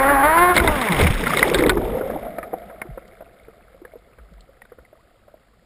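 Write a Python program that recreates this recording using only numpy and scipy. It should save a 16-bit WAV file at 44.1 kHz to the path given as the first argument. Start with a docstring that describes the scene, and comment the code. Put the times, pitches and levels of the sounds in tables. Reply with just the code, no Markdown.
"""A racing boat's engine screams at full throttle, heard by a camera in a sealed case on deck.
Its firing pulses bark through the exhaust pipe until the boat trips and plunges: the hull slams down
and the revs die as water floods over it. Under water a cloud of air churns, hums and fizzes,
then thins out to single gulps and slow wobbles of trapped air."""
import sys
import numpy as np
from scipy import signal
from scipy.fft import rfft, irfft, next_fast_len
from scipy.io import wavfile

SR = 44100
rng = np.random.default_rng(int(sys.argv[2]) if len(sys.argv) > 2 else 0)


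def inscribe(sig):
    """Save sig as 16-bit PCM at rate SR to the path in sys.argv[1].

    A 1-D sig is mono; a 2-D sig holds one channel per row.
    Samples are clipped to [-1, 1] before scaling.
    """
    pcm = np.round(np.clip(np.atleast_2d(sig).T, -1, 1) * 32767)
    wavfile.write(sys.argv[1], SR, pcm.astype(np.int16))


N = 249165
TIME = np.arange(N) / SR

# tone colour of the exhaust pipe: f/Hz, level/dB
PIPE_EQ = [(80, 5), (170, -4.5), (275, 0), (310, -12), (355, 4), (550, -2), (720, 2), (850, 2), (1070, 2),
           (1400, -6.5), (1750, -8), (2100, -11), (2500, -24.5), (2900, -29), (3600, -30), (5000, -46.5)]
def engine(jitter=.048, flutter_db=7, half_order_db=-17, harmonics=16):
    """Firing pulses ring through the pipe; uneven firings smear the overtones and puff out rasp."""
    hz, db, rough, bright = throttle()
    firings = np.cumsum(hz * (1 + jitter * rough * wander(140))) / SR
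    running = hz > 24
    phase = 2 * np.pi * firings[running]
    tone, power, flutter = np.zeros(N), np.zeros(N), wander(23.54)
    for k in range(1, harmonics + 1):
        flicker = flutter_db * rough[running] * np.roll(flutter, k * N // harmonics)[running]
        level = gain_of(eq_at(PIPE_EQ, k * hz[running]) + bright[running] * np.log2(k / 3) + flicker)
        overtone = np.cos(k * phase + np.pi * k * k / 4)  # the pipe spreads each pulse in time
        growl = gain_of(half_order_db) * np.cos((k - .5) * phase + k * k)  # strong, weak firings by turns
        tone[running] += level * (overtone + growl)
        power[running] += level ** 2 / 2
    scream = tone / np.sqrt(power + 1e-12) * np.sqrt(1 - np.clip(rough, 0, .95) ** 2)
    puffs = (.69 + np.exp(-(firings % 1) / .27)) * rng.standard_normal(N)
    rasp = coloured(puffs, [(100, -19.5), (300, -5), (550, -2.5), (1100, .5), (1700, 3.5), (2200, -6.5),
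                            (2800, -20.5), (3600, -25), (5500, -28)])
    return running * gain_of(db) * (scream + rough * rasp)


# firing rate at full throttle, climbing as the propeller leaves the water: t/s, f/Hz
FIRING_RATE = [(0.0, 265.7), (0.054, 270), (0.102, 288.4), (0.162, 273.6), (0.22, 274.9), (0.258, 296.5),
               (0.366, 335.1), (0.43, 355.7), (0.525, 357.7)]
# wave crests that make the exhaust bark: t/s, boost/dB, added roughness
WAVE_CRESTS = [(0.102, 2.5, 0.026), (0.249, 3.5, -0.14), (.378, 2.5, 0.22), (0.426, 3.5, -0.13)]
def throttle(plunge_s=.522, smother_s=.025, run_down_s=.78, stall_hz=96, crest_s=.017):
    """Engine pitch, level, roughness and brightness: it clears as it races, then drowns and runs down."""
    since = np.maximum(TIME - plunge_s, 0)
    hz = curves(FIRING_RATE)[0] * np.cos(np.pi / 2 * np.minimum(since / run_down_s, 1)) ** 2
    under = np.minimum(since / smother_s, 1)

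    def morph(biting, free, drowned):
        """Blends from propeller biting to spinning free, then to the smothered exhaust."""
        return (1 - under) * np.interp(hz, [273, 359], [biting, free]) + under * drowned

    db = morph(-14.5, -13.5, -24)
    rough = morph(.46, .31, .37)
    bright = morph(.85, 3.5, -3.2)  # dB per octave
    for s, boost_db, added_rough in WAVE_CRESTS:
        crest = np.exp(-((TIME - s) / crest_s) ** 2)
        db += boost_db * crest
        rough += added_rough * crest
    stall_db = 40 * np.log10(np.clip(hz / stall_hz, .01, 1))
    return hz, db + stall_db, rough, bright


# water and hull striking the case: t/s, level/dB, ring f/Hz, crack send/dB, t60/s
HULL_HITS = [(0.5648, 2, 2088, -5.5, 0.023), (0.5759, 0, 2150, -9.5, .042),
             (0.599, -4.5, 1444, -18.5, 0.036), (0.6748, -1.5, 2050, -8.5, .035),
             (.6822, -6.5, 962, -33, .03), (0.814, -7, 1170, -7, .03), (0.9217, -2, 2019, -2, 0.012),
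             (1.0134, -17.5, 2130, 1, 0.049), (1.2668, -5.5, 1380, -43, 0.042),
             (1.303, -5.5, 1135, -33, 0.02), (1.3345, -2.5, 1250, -40, 0.014),
             (1.3708, -5.5, 2150, -7, 0.036), (1.392, -0.5, 1874, -2.5, 0.015),
             (1.4268, 7, 2043, -23.5, .015), (1.5438, -9.5, 1590, -1.5, 0.077),
             (1.5851, -12, 2103, -10, 0.087), (1.6361, -5.5, 2140, -26, 0.021),
             (1.6635, -12, 1960, -11, 0.05), (1.6939, -2.5, 1477, -6.5, .055),
             (2.383, -20, 1270, -23, 0.047), (2.428, -21.5, 1240, -45, 0.054),
             (2.8154, -14.5, 2126, -47, 0.03), (3.8497, -28, 1670, -35, 0.02),
             (4.6178, -25, 1890, -29, 0.016), (4.6516, -36.5, 1480, -12, 0.022),
             (4.8492, -36.5, 2040, -31, 0.018)]
def slaps(spray_db=-1, crack_db=5):
    """Each hit layers a sharp crack, a puff of spray and a short ring of squeezed air."""
    out, t = np.zeros(N), np.arange(4096) / SR
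    spray_eq = [(150, -5), (500, -5.5), (1200, -2.5), (2200, -.5), (3000, -23), (5500, -26.5), (7000, -46)]
    crack_eq = [(1500, -31), (2800, -3), (3700, 20.5), (4600, -.5), (5500, -7), (7000, -42)]
    for s, db, hz, send_db, t60 in HULL_HITS:
        ring_db = -9.5 - .01 * send_db  # a softer crack traps more air and rings a little more
        air = gain_of(ring_db) * bubble(t, hz, t60, rise_s=.0033, glide=.28)
        spray = gain_of(spray_db) * burst(t, spray_eq, t60, rise_s=.0011)
        crack = gain_of(send_db + crack_db) * burst(t, crack_eq, .42 * t60, rise_s=.0006)
        add(out, s, gain_of(db) * (air + spray + crack))
    return out


# faders for the water rushing over the case: t/s, rumble/dB, churn/dB, fizz/dB
RUSH_FADERS = [(.55, -36.5, -18, -17), (.62, -28.5, -21.5, -33), (.71, -21.5, -21, -31),
               (.88, -54.5, -33, -28), (1.01, -17.5, -20.5, -23), (1.14, -37.5, -31, -31.5),
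               (1.36, -40, -23.5, -26), (1.6, -31, -23.5, -32), (1.77, -30.5, -27.5, -44.5)]
# spray turning to separate bubbles, then blurring again: t/s, share of smooth hiss/0-1
FIZZ_BLUR = [(.55, 0.85), (1.15, 0.59), (1.3, 0.55), (1.7, 0.31), (2.0, 0.8), (3.5, 0.56)]
# low rumble of the flood: f/Hz, level/dB
RUMBLE_EQ = [(10, -9.5), (28, -2), (50, 4.5), (80, -7.5), (120, -7), (220, -28), (500, -69.5)]
# big bubbles near the surface: f/Hz, level/dB
CHURN_NEAR_EQ = [(60, -24), (130, -5.5), (250, -2), (350, -4.5), (500, -2.5), (700, -8.5), (950, -9.5),
                 (1400, -19), (3000, -65)]
# big bubbles at depth, more hollow: f/Hz, level/dB
CHURN_DEEP_EQ = [(60, -37), (130, -8.5), (200, 1.5), (260, -7), (380, -6), (520, 1), (590, -3.5), (670, 0),
                 (800, -9), (950, -30), (1400, -4.5), (3000, -61)]
# small bubbles near the surface: f/Hz, level/dB
FIZZ_NEAR_EQ = [(500, -24), (950, -9.5), (1300, -1.5), (1700, -2), (2150, 2), (2600, -6.5), (3100, -8),
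                (3600, -7), (4300, -22), (5500, -14.5), (7000, -39)]
# small bubbles at depth, darker: f/Hz, level/dB
FIZZ_DEEP_EQ = [(500, -13), (950, -4.5), (1300, 4), (1700, -1), (2150, 2.5), (2600, -12), (3100, -12.5),
                (3600, -9.5), (4300, -20), (5300, -19.5), (7000, -44)]
def water(rumble_trim_db=2, fizz_trim_db=1, wind_db=-32.5):
    """Wind on the case, then a rush of bubbles that sinks into a hollow murmur."""
    rumble_db, churn_db, fizz_db = curves(RUSH_FADERS)
    rumble_db = settle(rumble_db, fall=33, murmur_db=-54.5, murmur_fall=2.4) + rumble_trim_db
    churn_db = settle(churn_db, fall=20.6, murmur_db=-51, murmur_fall=2.8)
    fizz_db = settle(fizz_db, fall=14, murmur_db=-55, murmur_fall=3.97) + fizz_trim_db
    wet = np.interp(TIME, [.525, .565], [0, 1]) ** 2
    depth = np.clip((TIME - 1.8) / .5, 0, 1)
    near, deep = np.sqrt(1 - depth), np.sqrt(depth)
    surge_db = 1.98 * (1 - depth / 2) * wander(63)  # bubbles come in clumps
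    rumble = coloured(rng.standard_normal(N), RUMBLE_EQ)
    rumble *= wet * gain_of(rumble_db) + (1 - wet) * gain_of(wind_db)
    big = swarm(110, 1200, per_s=1100, cycles=25.3, spread_db=4) + .93 * rng.standard_normal(N)
    churn = near * coloured(big, CHURN_NEAR_EQ) + deep * coloured(big, CHURN_DEEP_EQ)
    small = swarm(800, 5500, per_s=2200, cycles=17, spread_db=11.5)
    blur = curves(FIZZ_BLUR)[0]  # the tiniest bubbles merge into hiss
    small = np.sqrt(1 - blur) * small + np.sqrt(blur) * 2 * rng.standard_normal(N)
    fizz = near * coloured(small, FIZZ_NEAR_EQ) + deep * coloured(small, FIZZ_DEEP_EQ)
    return rumble + wet * (gain_of(churn_db + surge_db / 2) * churn + gain_of(fizz_db + surge_db) * fizz)


def settle(rush_db, fall, murmur_db, murmur_fall):
    """A water layer's level in dB: once sunk, the rush dies to a long murmur. Falls are in dB/s."""
    since = np.maximum(TIME - RUSH_FADERS[-1][0], 0)
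    rush = gain_of(rush_db - fall * since)
    murmur = gain_of(murmur_db - murmur_fall * since)
    return 20 * np.log10(np.hypot(rush, murmur))


def cloud(peak_s=1.655, swell_s=.17, db=-20.5, fall_db_per_s=24.5, first_hz=345, last_hz=674):
    """The freed air hums as one cloud: it swells, then fades and climbs in pitch as it shrinks."""
    before, since = np.maximum(peak_s - TIME, 0), np.maximum(TIME - peak_s, 0)
    hz = last_hz + (first_hz - last_hz) * np.exp(-(since / .4) ** 2)
    level = np.exp(-(before / swell_s) ** 2) * gain_of(db - fall_db_per_s * since)
    bubbles = swarm(300, 900, per_s=870, cycles=20, spread_db=2.5, count=12)
    return level * resonate(bubbles, hz, width_hz=130)


# large bubbles breaking free: t/s, level/dB, f/Hz, splash send/dB
BIG_BUBBLES = [(1.029, -12, 461, -13), (1.513, -5.5, 465, -24), (1.555, -5.5, 408, -11),
               (1.62, -8.5, 487, 0), (1.641, -10, 346, -22), (1.658, -2, 470, -20), (1.668, -4, 276, -24),
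               (1.769, -7, 340, -1), (1.969, -10, 517, -23), (2.008, -13, 414, -0.5),
               (2.099, -13.5, 556, -1), (2.152, -18, 299, -22), (2.16, -15.5, 770, -20),
               (2.265, -17, 628, -5), (2.384, -10.5, 650, -23), (2.531, -12.5, 477, -9),
               (2.537, -12, 730, -31), (2.617, -28.5, 656, -21), (2.696, -28, 527, 4.5),
               (2.816, -25, 625, 8), (2.853, -25, 344, -18), (2.974, -19, 523, -1.5),
               (3.206, -25.5, 624, -5.5), (3.221, -27, 657, -21), (3.482, -30, 443, -3),
               (3.745, -34.5, 517, -15), (3.816, -30.5, 347, -25), (3.848, -29.5, 480, 0),
               (3.935, -29, 613, -23), (3.955, -27, 468, -18), (4.184, -36, 487, 5),
               (4.49, -36.5, 529, -20), (4.718, -29, 474, -2), (4.784, -33, 493, 2),
               (4.928, -34.5, 600, -6), (5.279, -36.5, 571, -1.5), (5.34, -32, 613, -21)]
def gulps(ring_db=-5, slosh_db=-7, splash_db=1, cycles=24):
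    """Large bubbles ring as they pinch off, in a slosh of smaller ones."""
    out, t = np.zeros(N), np.arange(6144) / SR
    slosh_eq = [(80, -20.5), (200, 7), (310, 17.5), (500, 6.5), (800, 6.5), (1300, -2), (3000, -66.5)]
    splash_eq = [(500, -22.5), (1000, -3), (1400, -1.5), (2100, -12), (2700, -26), (5500, -54)]
    for s, db, hz, send_db in BIG_BUBBLES:
        t60 = cycles / hz
        ring = gain_of(ring_db) * bubble(t, hz, t60, rise_s=.0018, glide=2.7)
        slosh = gain_of(slosh_db) * burst(t, slosh_eq, t60, rise_s=.0021)
        splash = gain_of(send_db + splash_db) * burst(t, splash_eq, t60=.033, rise_s=.0045)
        add(out, s, gain_of(db) * (ring + slosh + splash))
    return out


# pockets of trapped air: t/s, level/dB, starting f/Hz, length/s
AIR_POCKETS = [(0.601, -14, 75.5, 0.042), (0.692, -21, 88, .039), (.895, -17, 202.6, 0.044),
               (0.998, -12.5, 93.2, 0.13), (1.04, -11.5, 198, 0.0353), (1.104, -6, 98, 0.0086),
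               (1.108, -18, 41.3, 0.12), (2.888, -31, 164, 0.028), (2.904, -31.5, 53, 0.069),
               (4.177, -40, 64, 0.12), (4.308, -42, 56.1, 0.16), (4.314, -44, 212, 0.025),
               (4.777, -45.5, 70, 0.064)]
def wobbles(sag=.34):
    """Pockets of air throb in the low end and sag in pitch as they spread."""
    out = np.zeros(N)
    for s, db, first_hz, length in AIR_POCKETS:
        progress = np.linspace(0, 1, int(length * SR))
        turns = np.cumsum(first_hz * (1 - sag * progress)) / SR
        swell = np.sin(np.pi * progress ** .7)
        add(out, s, gain_of(db) * swell * np.sin(2 * np.pi * turns))
    return out


# grit striking the case: t/s, level/dB
GRIT_TAPS = [(2.584, -41), (3.079, -41), (4.336, -47), (4.407, -36)]
def grit():
    """Grit taps the case with small, sharp ticks."""
    out, t = np.zeros(N), np.arange(1024) / SR
    tick_eq = [(1500, -34), (3500, 4), (5200, -4), (7000, -16)]
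    for s, db in GRIT_TAPS:
        add(out, s, gain_of(db) * burst(t, tick_eq, t60=.016, rise_s=.00026))
    return out


def chirp(s=4.971, db=-58.5):
    """One small bubble whistles upward on its way to the surface."""
    out, t = np.zeros(N), np.arange(4096) / SR
    add(out, s, gain_of(db) * bubble(t, hz=700, t60=.17, rise_s=.025, glide=17))
    return out


def blips(trim_db=-69):
    """Small bubbles brush the sunken case with tiny, muffled blips."""
    sunk = np.interp(TIME, [1.8, 2.2, 3.2, 5.6], [0, 2.5, 1, .45])
    bubbles = swarm(900, 3800, per_s=28, cycles=26, spread_db=2.5, count=14)
    return gain_of(trim_db) * sunk * coloured(bubbles, [(2100, 0), (2800, -7), (4000, -11)])


def hiss(db=-66):
    """A faint, steady bed of hiss."""
    hiss_eq = [(100, 4.5), (2500, -7.5), (5000, -8.5), (7000, -28.5)]
    return gain_of(db) * coloured(rng.standard_normal(N), hiss_eq)


def swarm(low_hz, high_hz, per_s, cycles, spread_db, count=28):
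    """Bubbles of many sizes, born at random; a few are much louder."""
    out = np.zeros(N)
    for hz in np.geomspace(low_hz, high_hz, count):
        life = cycles / hz
        t = np.arange(0, life, 1 / SR)
        share = hz * np.log(high_hz / low_hz) / (high_hz - low_hz) / count  # small ones are more common
        born = rng.random(N) < per_s * share / SR
        accent = np.minimum(rng.standard_exponential(N), 3.5)
        triggers = born * gain_of(spread_db * accent)
        ring = np.sqrt(hz) * bubble(t, hz, life, rise_s=1 / hz, glide=.37 / life)
        out += signal.oaconvolve(triggers, ring)[:N]
    return unit_rms(out)


def bubble(t, hz, t60, rise_s, glide):
    """A bubble swells and rings down, its pitch climbing by glide times hz each second."""
    shape = envelope(t, t60, rise_s)
    return shape / shape.max() * np.sin(2 * np.pi * hz * (t + glide * t ** 2 / 2))


def burst(t, eq, t60, rise_s):
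    """A short puff of coloured noise with a peak near 1."""
    shape = envelope(t, t60, rise_s)
    puff = shape * coloured(rng.standard_normal(len(t)), eq)
    return puff / np.linalg.norm(puff) * np.linalg.norm(shape) / 2


def envelope(t, t60, rise_s):
    """A rounded attack and an exponential tail."""
    return (1 - np.exp(-(t / rise_s) ** 2)) * gain_of(-60 * t / max(t60, .005))


def resonate(x, hz, width_hz):
    """A swept resonance: shifts the curve hz down to zero, smooths, and shifts back."""
    carrier = np.exp(2j * np.pi * np.cumsum(hz) / SR)
    pole = np.exp(-np.pi * width_hz / SR)
    return unit_rms((carrier * signal.lfilter([1], [1, -2 * pole, pole * pole], x / carrier)).real)


def wander(hz):
    """Smooth random modulation, rolling off above hz."""
    return coloured(rng.standard_normal(N), [(hz, 0), (4 * hz, -60)])


def coloured(x, eq):
    """Runs x through an EQ curve, at rms 1."""
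    size = next_fast_len(len(x))
    gains = gain_of(eq_at(eq, np.fft.rfftfreq(size, 1 / SR)))
    return unit_rms(irfft(rfft(x, size) * gains, size)[:len(x)])


def eq_at(eq, hz):
    """Reads an EQ curve in dB on a log-frequency axis."""
    f, db = np.transpose(eq)
    return np.interp(np.log(hz + 1), np.log(f + 1), db)


def curves(rows):
    """One automation curve for each column after the time."""
    s, *columns = np.transpose(rows)
    return [np.interp(TIME, s, c) for c in columns]


def add(mix, s, sound):
    """Lays a sound into the mix at s seconds."""
    part = mix[max(round(s * SR), 0):][:len(sound)]
    part += sound[:len(part)]


def gain_of(db):
    """Decibels to amplitude."""
    return 10 ** (np.asarray(db) / 20)


def unit_rms(x):
    """Scales to rms 1."""
    return x / np.sqrt(np.mean(x ** 2) + 1e-20)


def scene():
    """The mono mix at the microphone in the case."""
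    mix = hiss() + engine() + water() + cloud() + slaps() + gulps() + wobbles()
    return (mix + blips() + chirp() + grit())[None]


def record(dry, hold_hz=12000, top_hz=15400):
    """The camera clips, samples slowly and holds each value, mirroring the sound into a glassy treble."""
    narrow = signal.oaconvolve(np.clip(dry[0], -1, 1), signal.firwin(61, 5750, fs=SR), "same")
    samples = signal.resample_poly(narrow, hold_hz, SR)
    held = signal.resample_poly(np.repeat(samples, 16), SR, 16 * hold_hz)[:N]
    high_cut = signal.firwin(201, top_hz, window=("kaiser", 8), fs=SR)
    return signal.oaconvolve(held, high_cut, "same")[None]


dry = scene()
out = record(dry)
inscribe(out)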